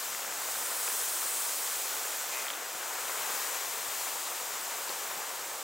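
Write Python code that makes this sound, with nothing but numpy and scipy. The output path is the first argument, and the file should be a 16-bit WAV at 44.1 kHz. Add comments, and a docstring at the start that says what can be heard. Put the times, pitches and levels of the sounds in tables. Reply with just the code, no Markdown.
"""Skis link slow turns through deep powder on an open slope, heard at a microphone worn by the skier.
The snow compacts in countless small fractures, a soft crunch, while loose crystals hiss along the skis
and spray up, most of all in the first turn. Faint wind brushes the microphone's two ports.
Boots and bindings tick, now and then a ski knocks dully on a lump, and at the change of edges
a boot shell creaks by stick-slip friction."""
import sys
import numpy as np
from scipy import signal
from scipy.fft import rfft, irfft
from scipy.io import wavfile
from scipy.ndimage import uniform_filter1d

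SR = 44100
rng = np.random.default_rng(int(sys.argv[2]) if len(sys.argv) > 2 else 0)


def digitize_waveform(pressure):
    """Quantize a signal to 16-bit integers and store it at the path in sys.argv[1].

    Rows of a 2-D input are taken as channels; values are limited to [-1, 1].
    """
    field = np.atleast_2d(pressure).T
    bounded = np.clip(field, -1, 1)
    quanta = np.round(bounded * 32767).astype(np.int16)
    wavfile.write(sys.argv[1], SR, quanta)


N = 248263
TIME = np.arange(N) / SR
FRAME_S = np.arange(N // 128 + 6) * 128 / SR
BIN_HZ = np.fft.rfftfreq(512, 1 / SR)

# in a turn the edges dig in briefly, spray flies for a while, and the skier leans and rises again
DIG_ATTACK_S, DIG_HOLD_S, DIG_RELEASE_S = 0.55, 0.027, 0.33
SPRAY_ATTACK_S, SPRAY_HOLD_S, SPRAY_RELEASE_S = 0.38, 0.67, 0.61
LEAN_ATTACK_S, LEAN_RELEASE_S = 0.57, 0.42


def gain_of(db):
    """Amplitude ratio: a factor of ten per 20 dB."""
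    return 10 ** (np.asarray(db) / 20)


def unit_rms(x):
    """Normalisation to a mean square of one."""
    return x / np.sqrt(np.mean(x ** 2) + 1e-20)


def spectrum_at(points, hz):
    """Linear interpolation on a logarithmic frequency axis."""
    f, value = np.transpose(points)
    return np.interp(np.log(hz + 1), np.log(f + 1), value)


def follow(rows, t):
    """Linear interpolation of each column at the times t."""
    s, *columns = np.transpose(rows)
    return [np.interp(t, s, c) for c in columns]


def add(mix, s, sound):
    """Superposition: a sound joins the mix at the time s."""
    part = mix[max(round(s * SR), 0):][:len(sound)]
    part += sound[:len(part)]


def in_band(shape, lo_hz, hi_hz):
    """Power normalisation: white noise through each frame's spectrum has rms 1 within the band."""
    inside = (BIN_HZ >= lo_hz) & (BIN_HZ <= hi_hz)
    return shape / np.sqrt(np.mean(shape ** 2 * inside, axis=-1, keepdims=True))


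def patches(frames, bins):
    """Moving averages of noise give smooth unevenness in time and frequency, of rms 1."""
    field = rng.standard_normal((len(FRAME_S), len(BIN_HZ)))
    return unit_rms(uniform_filter1d(uniform_filter1d(field, frames, axis=0), bins, axis=1))


def wobble(t, top_hz):
    """Sines of random phase, spread over two octaves, sum to a slow fluctuation of rms 1."""
    rates = top_hz * np.geomspace(0.25, 1, 20)
    return unit_rms(sum(np.sin(2 * np.pi * (rate * t + rng.random())) for rate in rates))


def turning(t, attack_s, release_s, hold_s=None):
    """Trapezoidal envelopes: each turn's effects swell, hold (by default as long as the lean) and fade."""
    # edges fully set t/s, lean duration/s, crunch lift/dB, bite/dB, spray share, leftward sway/dB,
    # wind change/dB; bite and sway are before frequency weighting; the last turn is light, unweighted
    turns = [(0.72, 1.45, 1.4, 0, 0.55, -1, -12), (3.33, 0.5, 3, 2.9, 0.04, 1.1, 1),
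             (5.8, 0.5, -2, -4.5, 0.3, -2, -6)]
    total = 0
    for s, lean_s, *amounts in turns:
        corners = np.cumsum([-attack_s, attack_s, lean_s if hold_s is None else hold_s, release_s])
        envelope = np.interp(t - s, corners, [0, 1, 1, 0])
        total = total + np.multiply.outer(amounts, envelope)
    return dict(zip(["crunch_db", "bite_db", "spray", "left_db", "wind_db"], total))


def grains(per_s, spread_db, share):
    """Shot noise: tiny events merge into Gaussian noise; larger, separate ones carry a share of the power."""
    size = gain_of(spread_db * np.minimum(rng.exponential(1, N), 4))
    snaps = size * (rng.random(N) < per_s / SR) * rng.choice([-1, 1], (2, N))
    return np.sqrt(share) * unit_rms(snaps) + np.sqrt(1 - share) * rng.standard_normal((2, N))


def at_ports(pair, shape, upright_left_db=0.3):
    """Partial coherence: two noises, coloured by shape, blend into ports differing in level and phase."""
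    # likeness of the two ports: f/Hz, correlation
    correlation = [(30, 0.78), (200, 1), (330, 0.95), (770, 1), (1200, 0.9), (1800, 0.9), (2700, 0.95),
                   (4200, 0.99), (6400, 0.98), (9800, 0.97), (15000, 0.88)]
    # left minus right: f/Hz, level/dB
    level_difference = [(300, 0.1), (700, 1), (1200, 2), (1900, 1), (3100, 1.5), (4200, 1.5), (6400, 2),
                        (8600, 1.8), (10500, 0.8), (15000, 1.2)]
    # left minus right: f/Hz, phase/rad
    phase_difference = [(100, 0.12), (600, -0.35), (1400, -0.34), (1900, -0.16), (3500, -0.19),
                        (16000, -0.06)]
    # long waves diffract round the housing, so mainly the treble moves sideways: f/Hz, weight
    sway_weight = [(500, 0.1), (1200, 1.4), (2000, 0.75), (5000, 0.59), (12000, 1.5)]
    left, other = signal.stft(pair, nperseg=512, noverlap=384)[2].transpose(0, 2, 1)
    frames = len(left)
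    same = np.clip(spectrum_at(correlation, BIN_HZ), -1, 1)
    right = same * left + np.sqrt(1 - same ** 2) * other
    sway_db = upright_left_db + turning(FRAME_S[:frames, None], LEAN_ATTACK_S, LEAN_RELEASE_S)["left_db"]
    left_db = spectrum_at(level_difference, BIN_HZ) + sway_db * spectrum_at(sway_weight, BIN_HZ)
    side = gain_of(left_db / 2) * np.exp(0.5j * spectrum_at(phase_difference, BIN_HZ))
    spectra = np.array([left * side, right / side]) * shape[:frames]
    return signal.istft(spectra.transpose(0, 2, 1), nperseg=512, noverlap=384)[1][:, :N]


def crunch(level_db=-43.0, flat_bite_db=-1.0, scrape_release_s=1.9, spray_relief_db=-0.5,
           run_in_db=-2, run_in_s=0.45, lumpy_db=0.23, patchy_db=0.58, groove_half_width_hz=170):
    """Brittle fracture of snow under the skis; biting edges brighten it and the groove resonates."""
    # spectrum of packing snow: f/Hz, relative density level/dB
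    packing = [(25, -41), (60, -45), (120, -37.5), (200, -18.5), (300, -12.5), (450, -2.5), (650, -2.1),
               (900, 0), (1350, -1.35), (1800, -3), (2600, -7), (4000, -14), (8000, -33)]
    # hollow note of the groove that the skis cut: t/s, f/Hz, lift/dB
    groove = [(0, 1350, 0.5), (.6, 1400, 3.5), (1.8, 1330, 2), (2.95, 1480, 2), (3.4, 1060, 2),
              (4.48, 1010, 4), (4.7, 880, 0.5), (5.63, 1220, 2.5)]
    t = FRAME_S[:, None]
    dig_db = turning(t, DIG_ATTACK_S, DIG_RELEASE_S, DIG_HOLD_S)["crunch_db"]
    thrown = turning(t, SPRAY_ATTACK_S, SPRAY_RELEASE_S, SPRAY_HOLD_S)["spray"]
    press_db = level_db + dig_db + lumpy_db * wobble(t, top_hz=6)
    press_db += spray_relief_db * thrown  # snow thrown aside is not packed
    press_db += run_in_db * np.exp(-t / run_in_s)  # the skis sink in as the run begins
    bite_db = flat_bite_db + turning(t, DIG_ATTACK_S, scrape_release_s, DIG_HOLD_S)["bite_db"]
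    bright_db = bite_db * spectrum_at([(900, 0.16), (2400, 0.84)], BIN_HZ)
    groove_hz, lift_db = follow(groove, t)
    groove_db = lift_db / (1 + ((BIN_HZ - groove_hz) / groove_half_width_hz) ** 2)
    colour_db = spectrum_at(packing, BIN_HZ) + bright_db + groove_db
    shape = in_band(gain_of(colour_db), lo_hz=400, hi_hz=1700)
    shape *= gain_of(press_db + patchy_db * patches(frames=7, bins=12))
    return at_ports(grains(per_s=1100, spread_db=3.0, share=0.29), shape)


def hiss(trim_db=-0.11, fizz_db=-0.1, easy_glide_db=-38, fizz_per_db=0.28, glide_spray=0.14,
         patchy_db=0.58):
    """Sliding friction of loose crystals along the skis; thrown spray moves the spectral peak upward."""
    # how hard the skis plough through loose snow: t/s, level/dB
    ploughing = [(0, -39.5), (0.14, -40), (0.29, -41.3), (0.54, -38), (0.73, -38), (0.93, -36), (1.2, -37),
                 (1.4, -37), (1.75, -37.5), (2.4, -40), (2.6, -43.5), (3.12, -39.5), (3.37, -38),
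                 (3.82, -40.5), (4.04, -38.5), (4.3, -40.5), (4.9, -41), (5.63, -43)]
    # spectra of gliding and of spraying snow: f/Hz, relative density level/dB
    gliding = [(500, -28.5), (2000, -6), (3100, -4.5), (4100, -3.5), (5000, -3), (6200, -0.5), (7300, 1.5),
               (8300, -0.4), (9100, -4), (10200, -5), (11600, -5), (13200, -3), (14200, -2), (15700, -3.5)]
    spraying = [(500, -32.5), (2000, -11.5), (3200, -8.5), (4700, -7.5), (6000, -4.5), (7100, -1.5),
                (8200, 2), (9100, 0), (9800, 1), (10500, -3), (11600, -8.5), (12900, -4), (14400, -3.5),
                (15700, -4)]
    t = FRAME_S[:, None]
    hiss_db, = follow(ploughing, t)
    turn_spray = turning(t, SPRAY_ATTACK_S, SPRAY_RELEASE_S, SPRAY_HOLD_S)["spray"]
    thrown = np.clip(glide_spray + turn_spray, 0, 1)
    colour_db = (1 - thrown) * spectrum_at(gliding, BIN_HZ) + thrown * spectrum_at(spraying, BIN_HZ)
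    # the finest crystals fly only when the skis plough hard
    fine_db = fizz_db + fizz_per_db * (hiss_db - easy_glide_db)
    colour_db += fine_db * spectrum_at([(6500, 0), (11000, 1)], BIN_HZ)
    shape = in_band(gain_of(colour_db), lo_hz=3500, hi_hz=8500)
    shape *= gain_of(hiss_db + trim_db + patchy_db * patches(frames=10, bins=20))
    return at_ports(grains(per_s=6000, spread_db=2.0, share=0.077), shape)


def wind(level_db=-67.0, gusty_db=3.0, shared=0.33, shelter_lag_s=0.45, slowing_db_per_s=1.3):
    """Turbulence at the ports, partly coherent, eases as the skier slows and turns out of the wind."""
    # spectrum of the gusts: f/Hz, relative density level/dB
    gusts = [(20, -13), (60, -1.5), (110, 0.5), (200, 5.5), (400, -0.5), (1000, -34)]
    colour = gain_of(spectrum_at(gusts, np.fft.rfftfreq(N, 1 / SR)))
    air = irfft(rfft(rng.standard_normal((2, N))) * colour, N)
    shelter_db = turning(TIME - shelter_lag_s, LEAN_ATTACK_S, LEAN_RELEASE_S)["wind_db"]
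    wind_db = level_db + shelter_db - slowing_db_per_s * TIME + gusty_db * wobble(TIME, top_hz=8)
    return unit_rms(air + shared * air[::-1]) * gain_of(wind_db)


def ticks(t60_s=0.0037, rise_s=0.00021, body=0.53, echo=0.21, echo_s=0.00157):
    """Damped free vibration of snapping plastic in two modes, with a reflection off the skier."""
    # snaps of boots and bindings: t/s, level/dB, nominal f/Hz (between the two modes)
    snaps = [(.131, -30, 1900), (.1485, -25.5, 1750), (0.248, -23.5, 1300), (0.278, -30, 1650),
             (0.324, -26.5, 1550), (0.8783, -23, 2080), (2.468, -23, 1850), (2.483, -24, 2800),
             (2.503, -20, 2800), (2.5364, -27, 3080), (4.894, -25.5, 3700)]
    out, t = np.zeros(N), np.arange(SR // 50) / SR
    for s, db, hz in snaps:
        ring = np.sin(2 * np.pi * hz * 1.12 * t) + body * np.sin(2 * np.pi * hz * 0.82 * t)
        tick = ring * gain_of(-60 * t / t60_s) * (1 - np.exp(-t / rise_s))
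        tick = gain_of(db) * tick / abs(tick).max()
        add(out, s, tick)
        add(out, s + echo_s, echo * tick)
    return out


def knocks(swell_s=0.0041, edge_ratio=1.65):
    """Cushioned impact: snow pushes against the ski in a short, dull burst of band-limited noise."""
    # lumps of firmer snow: t/s, level/dB, centre f/Hz
    lumps = [(0.878, -40, 850), (2.748, -65, 120), (3.879, -61.5, 110), (4.8933, -38, 725),
             (5.168, -58, 170)]
    out, t = np.zeros(N), np.arange(SR // 12) / SR
    envelope = t / swell_s * np.exp(1 - t / swell_s)
    for s, db, hz in lumps:
        band = signal.butter(2, [hz / edge_ratio, hz * edge_ratio], "band", fs=SR, output="sos")
        noise = signal.sosfilt(band, rng.standard_normal(2 * len(t)))
        push = unit_rms(noise[len(t):])  # once the filter has settled
        add(out, s, gain_of(db) * push * envelope)
    return out


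def creak(jitter=0.24, uneven_db=0.2):
    """Stick-slip friction: the flexing boot shell slips unevenly, and each slip excites its modes."""
    # flexing of the boot: t/s, level/dB, slip rate/Hz
    flex = [(2.3, -56, 100), (2.33, -42, 125), (2.37, -41, 135), (2.41, -43, 140), (2.435, -49, 120),
            (2.47, -47, 120), (2.49, -57, 90)]
    # modes of the shell: f/Hz, level/dB, T60/s
    modes = [(684, -5, 0.015), (1010, 2, 0.009), (2100, 2.5, 0.012), (2450, -1, 0.02)]
    t = np.arange(SR // 40) / SR
    level_db, per_s = follow(flex, TIME)
    wander = unit_rms(uniform_filter1d(rng.standard_normal(N), size=200))
    slip_count = np.floor(np.cumsum(per_s * np.exp(jitter * wander)) / SR)
    slips = np.diff(slip_count, prepend=0) * gain_of(-uneven_db * rng.standard_normal(N))
    ring = sum(gain_of(db - 60 * t / t60) * np.sin(2 * np.pi * hz * t) for hz, db, t60 in modes)
    flexing = (TIME > flex[0][0]) & (TIME < flex[-1][0])
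    return unit_rms(signal.oaconvolve(slips, ring)[:N]) * gain_of(level_db) * flexing


def radiated(x, corner_hz=600):
    """Radiation efficiency: parts small against the wavelength give off almost no bass."""
    return signal.sosfilt(signal.butter(2, corner_hz, "high", fs=SR, output="sos"), x)


def scene(gear_pan_db=1.6):
    """Free-field superposition of snow, wind and gear, the gear a little to the left."""
    gear = radiated(ticks() + creak()) + knocks()
    pan = gain_of([[gear_pan_db], [-gear_pan_db]])
    return crunch() + hiss() + gear * pan + wind()


def record(dry, edge_hz=15850):
    """Band limiting: a steep linear-phase low-pass removes the highest treble."""
    low_pass = signal.firwin(701, edge_hz, window=("kaiser", 8), fs=SR)
    return signal.oaconvolve(dry, low_pass[None], "same")


dry = scene()
out = record(dry)
digitize_waveform(out)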